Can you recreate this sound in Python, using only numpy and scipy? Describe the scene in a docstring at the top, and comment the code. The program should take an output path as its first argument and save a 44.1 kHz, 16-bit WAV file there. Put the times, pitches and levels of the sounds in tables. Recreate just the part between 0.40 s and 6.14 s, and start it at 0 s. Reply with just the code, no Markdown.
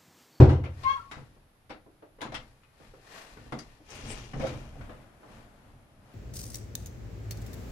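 """An inner door thumps shut in a small hall with hard walls; its handle squeaks back and the latch drops.
Someone steps across in a rustling jacket, turns the front door's bolt and knob, and pulls that door
off its rubber seal. It swings open on quiet outdoor air. Blows are fading tones and bursts of noise,
rubbing is noise that swells and fades, and the squeak is a tone made by steel that sticks and slips.
The right microphone faces away and hears little treble."""
import sys
import numpy as np
from scipy import signal
from scipy.fft import rfft, irfft, next_fast_len
from scipy.io import wavfile
from scipy.ndimage import map_coordinates

SR = 44100
rng = np.random.default_rng(int(sys.argv[2]) if len(sys.argv) > 2 else 0)


def waveform_to_disk(signal):
    """Save audio, clipped to [-1, 1], as 16-bit WAV at the path in sys.argv[1]."""
    frames = np.transpose(np.atleast_2d(signal))
    scaled = np.clip(frames, -1, 1) * 32767
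    samples = np.round(scaled).astype(np.int16)
    wavfile.write(sys.argv[1], SR, samples)


N = 253134
TIME = np.arange(N) / SR
AFTER = TIME[:SR]  # the second that follows a blow

# Levels are relative. A "colour" says how strong each frequency is; t60 is the time to fade by 60 dB.
# the inner door hits its frame and bounces: t/s, level/dB
DOOR_HITS = [(0.0, -7), (0.025, -21), (0.091, -25)]
# notes of the door and hall ringing together: f/Hz, level/dB, t60/s
DOOR_NOTES = [(75.85, -3.5, 0.71), (89.8, -3.5, 0.76), (109, -10.5, 0.33), (128, -5, 0.7), (138, 0, 0.34),
              (251.2, -6.5, 0.23), (310.4, -6, 0.41), (375, -5.5, 0.36), (440, -22.5, 0.11),
              (507, -7.5, 0.21), (581, -20, 0.38), (628, -18, 0.27), (704, -15, 0.061), (790, -17, 0.34),
              (890, -22.5, 0.28), (920, -23.5, 0.43)]
# colour of the slam's crash: f/Hz, level/dB
CRASH_COLOUR = [(60, -4), (130, 4), (190, -8), (320, 0.5), (410, -8.5), (530, -5.5), (800, -11),
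                (1400, -21.5), (4000, -33), (8000, -47), (13000, -53.5)]
# latch, bolt and knob clicks:
# t/s, level/dB, bass weight, treble weight, fade time as a share of the hall's, ring f/Hz, ring boost/dB
LOCK_CLICKS = [(0.091, -32.5, 4.5, -25, 1, 4070, -4.5), (0.238, -41.5, 6, -21.5, 0.71, 2120, 2),
               (0.256, -42, 14.5, -24, 0.62, 2500, 8), (0.4335, -42.5, -1.5, -19.5, 0.71, 4600, 2.5),
               (0.7128, -38.5, -2, -20.5, 0.75, 1876, 3.5), (1.295, -46, 5.5, -21, 0.61, 3530, -3.5),
               (1.305, -43, 1.5, -26, 0.66, 5400, -0.5), (1.808, -43.5, 7, -17, 0.65, 3030, 7.5),
               (1.815, -35.5, 5, -15.5, 0.8, 3520, 6), (1.828, -44.5, -11, -34, 0.98, 1016, 24),
               (1.92, -40, 9, -21, 0.85, 1610, 0), (1.9431, -36, -4.5, -18, 0.61, 5360, 4.5),
               (1.9489, -36, -25, -19.5, 0.51, 3255, 9.5), (2.234, -61, -7.5, -16, 0.64, 2660, 8),
               (3.1221, -38.5, -8, -21, 0.544, 1350, 2.5), (3.1886, -43.5, -8, -11.5, 0.56, 4830, 13),
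               (3.503, -50, -15.5, -5, 0.76, 5770, 15.5), (3.552, -47.5, -24, -6.5, 0.7, 2480, 10.5),
               (4.010, -42, -3, -33, 0.46, 2365, 14), (4.033, -33, 14, -33.5, 1, 1210, 0),
               (4.068, -39.5, -8, -16.5, 0.74, 5950, 4)]
# colour of a steel click: f/Hz, level/dB
CLICK_COLOUR = [(100, -23.5), (220, -13), (400, -9), (650, -2), (1100, 1.5), (2000, -4.5), (2600, -4.5),
                (3300, -6.5), (4500, -10), (6500, -8.5), (10000, -12), (13000, -18)]
# resonances (favourite pitches) of the steel lock: f/Hz, width/Hz, boost/dB
STEEL_RESONANCES = [(880, 53, 1.5), (1337, 90, 5.5), (1987, 86, 6.5), (2132, 52, 7), (3160, 50, 0),
                    (3420, 97, 1.5), (4740, 200, 2.5), (5450, 210, 2), (7400, 130, 3), (8350, 500, 1.5),
                    (10400, 640, 5)]
# resonances of the door's wood: f/Hz, width/Hz, boost/dB
WOOD_RESONANCES = [(138.6, 11, 13.5), (185, 17, -7.5), (223, 43, 11), (305, 33, 14), (384, 48, -0.5),
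                   (508.4, 5, 12), (634, 32, 4.5), (800, 100, 2)]
# arm movements in the jacket: t/s, hold/s, level/dB
ARM_MOVES = [(0.43, 0.06, -53), (0.76, 0.04, -61.5), (2.02, 0.02, -61.5), (2.43, 0.033, -59.5),
             (2.76, 0.023, -46.5), (3.0, 0.33, -61), (4.92, 0.031, -61), (5.22, 0.033, -73),
             (5.71, 0.037, -65)]
# colour of sliding cloth: f/Hz, level/dB
CLOTH_COLOUR = [(150, -7), (450, 1), (1300, 0), (2800, -3.5), (6000, -10.5), (9000, -16), (13000, -19)]
# how often the handle's shaft slips, from start to stop: t/s, f/Hz
SLIP_RATE = [(0.437, 533.4), (0.478, 530.1), (0.512, 553.3), (0.542, 546.2), (0.564, 534), (0.581, 485),
             (0.6, 480)]
# moments when the shaft whistles: t/s, hold/s, level/dB
SHAFT_WHISTLES = [(0.472, 0.015, -14.5), (0.522, 0.01, -28.5), (0.56, 0.004, -30.5)]
# tones in the shaft's buzz: multiple of the slip rate, level/dB
BUZZ_HARMONICS = [(1, -11.5), (3, -2), (4, -3), (5, -6.5), (6, -1.5), (7, -15), (8, -9), (9, -19),
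                  (10, -16), (11, -13.5), (12, -18.5), (13, -33.5), (14, -37), (15, -47)]
# door and body shove the air: t/s, level/dB
AIR_SHOVES = [(0.45, -46.5), (0.809, -49), (1.33, -56.5), (1.93, -46.5), (2.5, -54), (3.0, -49),
              (3.22, -51.5), (3.7, -37.5), (3.98, -42), (4.14, -38), (4.43, -41.5), (4.98, -50),
              (5.31, -51), (5.599, -56)]
# colour of shoved air: f/Hz, level/dB
RUMBLE_COLOUR = [(12, -31.5), (20, 6), (33, 3.5), (64, -2), (134, 0.5), (172, -20), (218, -6), (265, -11.5),
                 (300, -11), (390, -39.5), (660, -120)]
# brief rubs of shaft, lock and seal: t/s, f/Hz, width/Hz, level/dB, half length/s
BRIEF_RUBS = [(0.595, 1357, 50, -44, 0.03), (0.642, 1102, 50, -52, 0.06), (3.715, 8240, 1593, -40.5, 0.017),
              (3.716, 2330, 600, -44.5, 0.017), (4.043, 526, 51, -28, 0.012),
              (4.045, 660, 126, -34.5, 0.014)]
# steps and knocks on the wooden door: t/s, level/dB, bass weight, treble weight, ring f/Hz
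WOOD_KNOCKS = [(0.768, -42, 9.5, -17.5, 152), (0.803, -52.5, -7, -17.5, 203),
               (0.964, -55.5, 0.5, -23.5, 157.3), (1.302, -40.5, -14, -14.5, 300),
               (1.462, -52.5, -15.5, -26, 310), (1.623, -47, -33, -19.5, 553), (1.785, -50, -16, -18, 720),
               (1.829, -39.5, -22, -13, 300), (1.853, -38, 0.5, -16, 300), (2.4, -51, 5.5, -21, 150),
               (2.537, -49, -22, -18, 420), (2.97, -46, 5, -15, 262), (3.059, -49.5, 6, -34, 291),
               (3.123, -31.5, 0.5, -23.5, 186), (3.4, -53, -6, -30, 264), (3.934, -33, 8, -15, 215),
               (3.96, -32.5, 10.5, -43, 220), (3.997, -30, 10, -17, 228), (4.089, -45.5, -16, -7, 223),
               (4.134, -39.5, 13, -16, 333), (4.354, -44.5, 10, -34, 156), (4.409, -46.5, 5, -12.5, 159),
               (4.493, -42.5, -8, -16.5, 640), (4.832, -49, -42, -17.5, 800)]
# colour of a step or knock: f/Hz, level/dB
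KNOCK_COLOUR = [(40, -5), (90, -6.5), (140, -4), (190, -6), (300, -7.5), (400, 0.5), (540, 0.5), (800, -3),
                (1400, -0.5), (3000, -13), (7000, -31.5), (13000, -43)]
# the door's edge slides on its seal, then pulls free: t/s, hold/s, level/dB
SEAL_SLIDES = [(3.515, 0.14, -47.5), (3.69, 0.028, -44.5), (4.01, 0.023, -47.5)]
# colour of the scraping seal: f/Hz, level/dB
SEAL_COLOUR = [(150, -1), (500, 3), (1400, -1), (2500, 2.5), (4300, -4.5), (6000, -2.5), (7500, -11.5),
               (10000, -15), (13000, -23.5)]
# soft shuffles while the door swings wide: t/s, hold/s, level/dB
FOOT_SHUFFLES = [(4.14, 0.027, -49.5), (4.42, 0.13, -52), (4.9, 0.083, -53.5), (5.18, 0.12, -60),
                 (5.71, 0.03, -59)]
# colour of outdoor air and shuffles: f/Hz, level/dB
DOORWAY_COLOUR = [(100, -24), (160, -6), (280, -7), (420, -15), (600, -8.5), (850, -12), (1300, -14.5),
                  (2500, -21), (4500, -30), (7000, -32), (13000, -36.5)]
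# colour of the steady room tone and hiss: f/Hz, level/dB
ROOM_COLOUR = [(25, -6), (130, -0.5), (250, -9), (700, -10.5), (1500, -15.5), (4000, -23.5), (8000, -31.5),
               (11000, -22), (13000, -32.5)]
# how long the hall echoes: f/Hz, t60/s
HALL_FADE = [(80, 0.55), (300, 0.47), (1000, 0.35), (3500, 0.33), (7000, 0.3), (13000, 0.094)]
# how alike left and right are: f/Hz, likeness (1 = the same)
STEREO_LIKENESS = [(100, 0.99), (250, 0.68), (500, 0.81), (1000, 0.064), (2500, 0.02)]
# what the right microphone loses by facing away: f/Hz, level/dB
RIGHT_SHADE = [(300, -0.5), (700, -1), (1500, -5), (3500, -7.5), (5000, -11), (7500, -25), (10000, -23.5),
               (13000, -10)]


def amp(db):
    """Turn decibels into a number to multiply by."""
    return 10 ** (np.asarray(db) / 20)


def unit(x):
    """Scale a signal so its average strength (rms) is 1."""
    return x / np.sqrt(np.mean(x ** 2) + 1e-20)


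def along(points, hz):
    """Read between (f/Hz, value) points on a logarithmic frequency scale."""
    freqs, values = np.transpose(points)
    return np.interp(np.log(hz + 1), np.log(freqs + 1), values)


def boosts(resonances, hz):
    """Decibels added by resonances given as (f/Hz, width/Hz, boost/dB)."""
    return sum(db / (1 + (2 * (hz - centre) / width) ** 2) for centre, width, db in resonances)


def ripple(hz, spacing_hz=85):
    """Random peaks and dips in a colour, left by close walls and a struck thing's many small resonances."""
    return map_coordinates(rng.standard_normal(1024), [hz / spacing_hz], order=1, mode="wrap")


def wobble(rate):
    """A smooth curve through `rate` random values a second."""
    return map_coordinates(rng.standard_normal(int(N * rate / SR) + 4), [TIME * rate])


def strokes(moves, rise, fall):
    """Loudness of (t/s, hold/s, level/dB) moves that swell, hold and fade; rise and fall are in dB/s."""
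    levels = [db - rise * np.maximum(s - TIME, 0) - fall * np.maximum(TIME - s - hold, 0)
              for s, hold, db in moves]
    return np.sqrt(sum(amp(np.maximum(level, -160)) ** 2 for level in levels))


def filtered(x, response):
    """Multiply each frequency in x by response(hz)."""
    size = x.shape[-1]
    padded = next_fast_len(size + 8192)
    hz = np.fft.rfftfreq(padded, 1 / SR)
    return irfft(rfft(x, padded) * response(hz), padded)[..., :size]


def noise(colour_db, size=N):
    """Coloured stereo noise of strength 1, alike on both sides only in the bass."""
    def response(hz):
        spread = np.arccos(np.clip(along(STEREO_LIKENESS, hz), -1, 1)) / 2
        return amp(colour_db(hz)) * [np.cos(spread), np.sin(spread)]
    mid, side = filtered(rng.standard_normal((2, size)), response)
    return unit(np.array([mid + side, mid - side]))


def burst(colour_db, decay, rise_s, ripple_db=4.0):
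    """A blow scattered by the walls: each frequency fades in `decay` times the hall's own fade time."""
    uneven = lambda hz: colour_db(hz) + ripple_db * ripple(hz) * hz / (hz + 500)
    hz, t, spectrum = signal.stft(noise(uneven, size=SR), SR, nperseg=256)
    fade = amp(-60 * t / (decay * along(HALL_FADE, hz)[:, None]))
    tail = signal.istft(spectrum * fade, SR, nperseg=256)[1][:, :SR]
    tail = tail / tail[:, :SR // 40].std()  # strength 1 over the first 25 ms
    return tail * (1 - np.exp(-AFTER / max(rise_s, 1e-4)))


def add(track, s, sound):
    """Mix a sound into the track, starting at s seconds."""
    part = track[:, max(round(s * SR), 0):][:, :sound.shape[-1]]
    part += sound[..., :part.shape[-1]]


def door_slam(push_hz=117, push_s=0.025, ring_db=-2, crash_db=-7):
    """The door pushes one deep pulse of air into the hall, rings and bounces in its frame."""
    out = np.zeros((2, N))
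    push_shape = np.exp(-(AFTER / push_s) ** 2) * (1 - np.exp(-AFTER / 0.002))
    add(out, DOOR_HITS[0][0], -np.sin(2 * np.pi * push_hz * AFTER) * push_shape)
    for s, db in DOOR_HITS:
        ring = sum(amp(level - 60 * AFTER / t60) * np.sin(2 * np.pi * (hz * AFTER + rng.random()))
                   for hz, level, t60 in DOOR_NOTES)
        ring *= 1 - np.exp(-AFTER / 0.0042)  # soft start
        crash = burst(lambda hz: along(CRASH_COLOUR, hz), decay=1.0, rise_s=0.002)
        add(out, s, amp(db) * (amp(ring_db) * ring + amp(crash_db) * crash))
    return out


def lock_clicks(level_db=-1, snap_db=3, snap_s=0.00067, ping_db=-14, ping_t60=0.097):
    """Steel parts click, ping and knock the wood; the first snap comes straight, the rest off the walls."""
    out = np.zeros((2, N))
    snap = 1 + amp(snap_db) * np.exp(-AFTER / snap_s)
    for s, db, bass, treble, decay, ring_hz, ring_db in LOCK_CLICKS:
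        rise_s = 0.00014 * amp(-0.9 * treble)  # duller clicks start more slowly
        tilt = [(500, 1.3 * bass), (1200, 0.083), (4000, 0.0027), (8000, 1.4 * (treble + 12))]
        resonances = [*WOOD_RESONANCES, *STEEL_RESONANCES, (ring_hz, 0.62 * ring_hz, ring_db)]
        # each spot that is hit stirs the high resonances differently
        uneven = lambda hz: 3 * ripple(hz, spacing_hz=410) * hz / (hz + 2500)
        colour = lambda hz: along(CLICK_COLOUR, hz) + along(tilt, hz) + boosts(resonances, hz)
        click = burst(lambda hz: colour(hz) + uneven(hz), decay, rise_s)
        close_hz = ring_hz * np.array([[0.95], [1], [1.06]])  # the struck part rings at three pitches
        tones = np.sin(2 * np.pi * (close_hz * AFTER + rng.random((2, 3, 1)))).sum(axis=1)
        ping = tones * amp(ping_db + ring_db - 60 * AFTER / ping_t60)
        add(out, s, amp(db + level_db) * (click * snap + ping))
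    return out


def jacket_rustle(level_db=2):
    """Jacket cloth slides with a fine, uneven grain as the arms move."""
    cloth = noise(lambda hz: along(CLOTH_COLOUR, hz) + 2 * ripple(hz))
    grain = unit(amp(wobble(200)))
    return amp(level_db) * strokes(ARM_MOVES, rise=110, fall=62.4) * cloth * grain


def handle_squeak(jitter=0.0066, grip_s=0.0034, right_db=-7, right_lag_s=0.00027):
    """The handle's dry shaft sticks and slips; a resonance at twice the slip rate makes it whistle."""
    s, hz = np.transpose(SLIP_RATE)
    turning = np.clip(np.minimum(TIME - s[0], s[-1] - TIME) / grip_s, 0, 1)
    slip_hz = np.interp(TIME, s, hz) * (1 + jitter * wobble(400))
    phase = 2 * np.pi * np.cumsum(slip_hz) / SR
    whistle_gain = turning * strokes(SHAFT_WHISTLES, rise=480, fall=406) * amp(1.5 * wobble(120))
    whistle = whistle_gain * (np.sin(2 * phase) + amp(-20) * np.sin(4 * phase))
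    buzz_gain = turning * strokes([(0.488, 0.025, -41)], rise=290, fall=490)  # it rasps at full speed
    buzz = buzz_gain * sum(amp(db) * unit(amp(4 * wobble(260))) * np.sin(k * phase)
                           for k, db in BUZZ_HARMONICS)
    walls = burst(lambda hz: 0 * hz, decay=0.67, rise_s=0.0053, ripple_db=1.5)
    to_walls = amp(-12) * whistle + amp(-3) * buzz
    echo = signal.fftconvolve(to_walls[None], walls / np.linalg.norm(walls[0]), axes=1)[:, :N]
    left = whistle + amp(-7) * buzz
    right = amp(right_db) * np.roll(left, round(right_lag_s * SR))
    return np.array([left, right]) + echo


def air_rumble(level_db=-1):
    """Air rumbles when a door or a body shoves it aside."""
    shoves = strokes([(s, 0, db) for s, db in AIR_SHOVES], rise=94, fall=65.5)
    return amp(level_db) * shoves * noise(lambda hz: along(RUMBLE_COLOUR, hz))


def rubs():
    """Each brief rub sings in one resonance: a chirp of steel or a groan of rubber."""
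    out = np.zeros((2, N))
    for s, centre, width, db, half_s in BRIEF_RUBS:
        tone = noise(lambda hz: -20 * np.log10(1 + (2 * (hz - centre) / width) ** 2), size=SR)
        swell = np.exp(-np.abs((AFTER - 0.5) / half_s) ** 1.6 / 2)  # loudest half a second in
        rub = unit(tone * swell) * np.sqrt(np.mean(swell ** 2))
        add(out, s - 0.5, amp(db) * rub)
    return out


def steps_and_knocks(level_db=-3, hollow_db=7):
    """Shoes hit the floor and the heavy door shifts in its frame; each spot has its own hollow note."""
    out = np.zeros((2, N))
    for s, db, bass, treble, ring_hz in WOOD_KNOCKS:
        tilt = [(130, 1.4 * (bass - 0.5)), (280, 0), (900, 0.039), (2200, 2.4 * (treble + 15.5))]
        resonances = [*WOOD_RESONANCES, (ring_hz, 0.47 * ring_hz, hollow_db)]
        colour = lambda hz: along(KNOCK_COLOUR, hz) + along(tilt, hz) + boosts(resonances, hz)
        add(out, s, amp(db + level_db) * burst(colour, decay=0.71, rise_s=0.00053))
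    return out


def seal_scrape(level_db=2.5):
    """The front door slides on its rubber seal, which catches in tiny crackles."""
    rubber = noise(lambda hz: along(SEAL_COLOUR, hz) + 2 * ripple(hz))
    crackle = unit(amp(2 * wobble(1000)))
    grain = unit(amp(wobble(200)))
    return amp(level_db) * strokes(SEAL_SLIDES, rise=276, fall=57) * rubber * crackle * grain


def open_doorway(start_s=4.1, opening_s=0.7, outdoor_db=-66.5):
    """Feet shuffle aside while the sound of outdoor air comes in through the widening gap."""
    gap = np.clip((TIME - start_s) / opening_s, 0, 1)
    shuffles = strokes(FOOT_SHUFFLES, rise=69, fall=53)
    level = np.hypot(amp(outdoor_db) * gap, shuffles)
    return level * noise(lambda hz: along(DOORWAY_COLOUR, hz)) * amp(0.74 * wobble(17))


def scene(room_db=-65):
    """Everything happens on the left, so the right is duller; an even room tone and hiss lie beneath."""
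    left, right = (door_slam() + lock_clicks() + jacket_rustle() + handle_squeak() + air_rumble()
                   + rubs() + steps_and_knocks() + seal_scrape() + open_doorway())
    right = filtered(right, lambda hz: amp(along(RIGHT_SHADE, hz)))
    room_tone = amp(room_db) * noise(lambda hz: along(ROOM_COLOUR, hz))
    return np.array([left, right]) + room_tone


def record(dry, top_hz=13100):
    """Round off peaks near full scale and cut everything above top_hz."""
    rounded = dry / (1 + dry ** 8) ** (1 / 8)
    return filtered(rounded, lambda hz: hz < top_hz)


dry = scene()
out = record(dry)
waveform_to_disk(out)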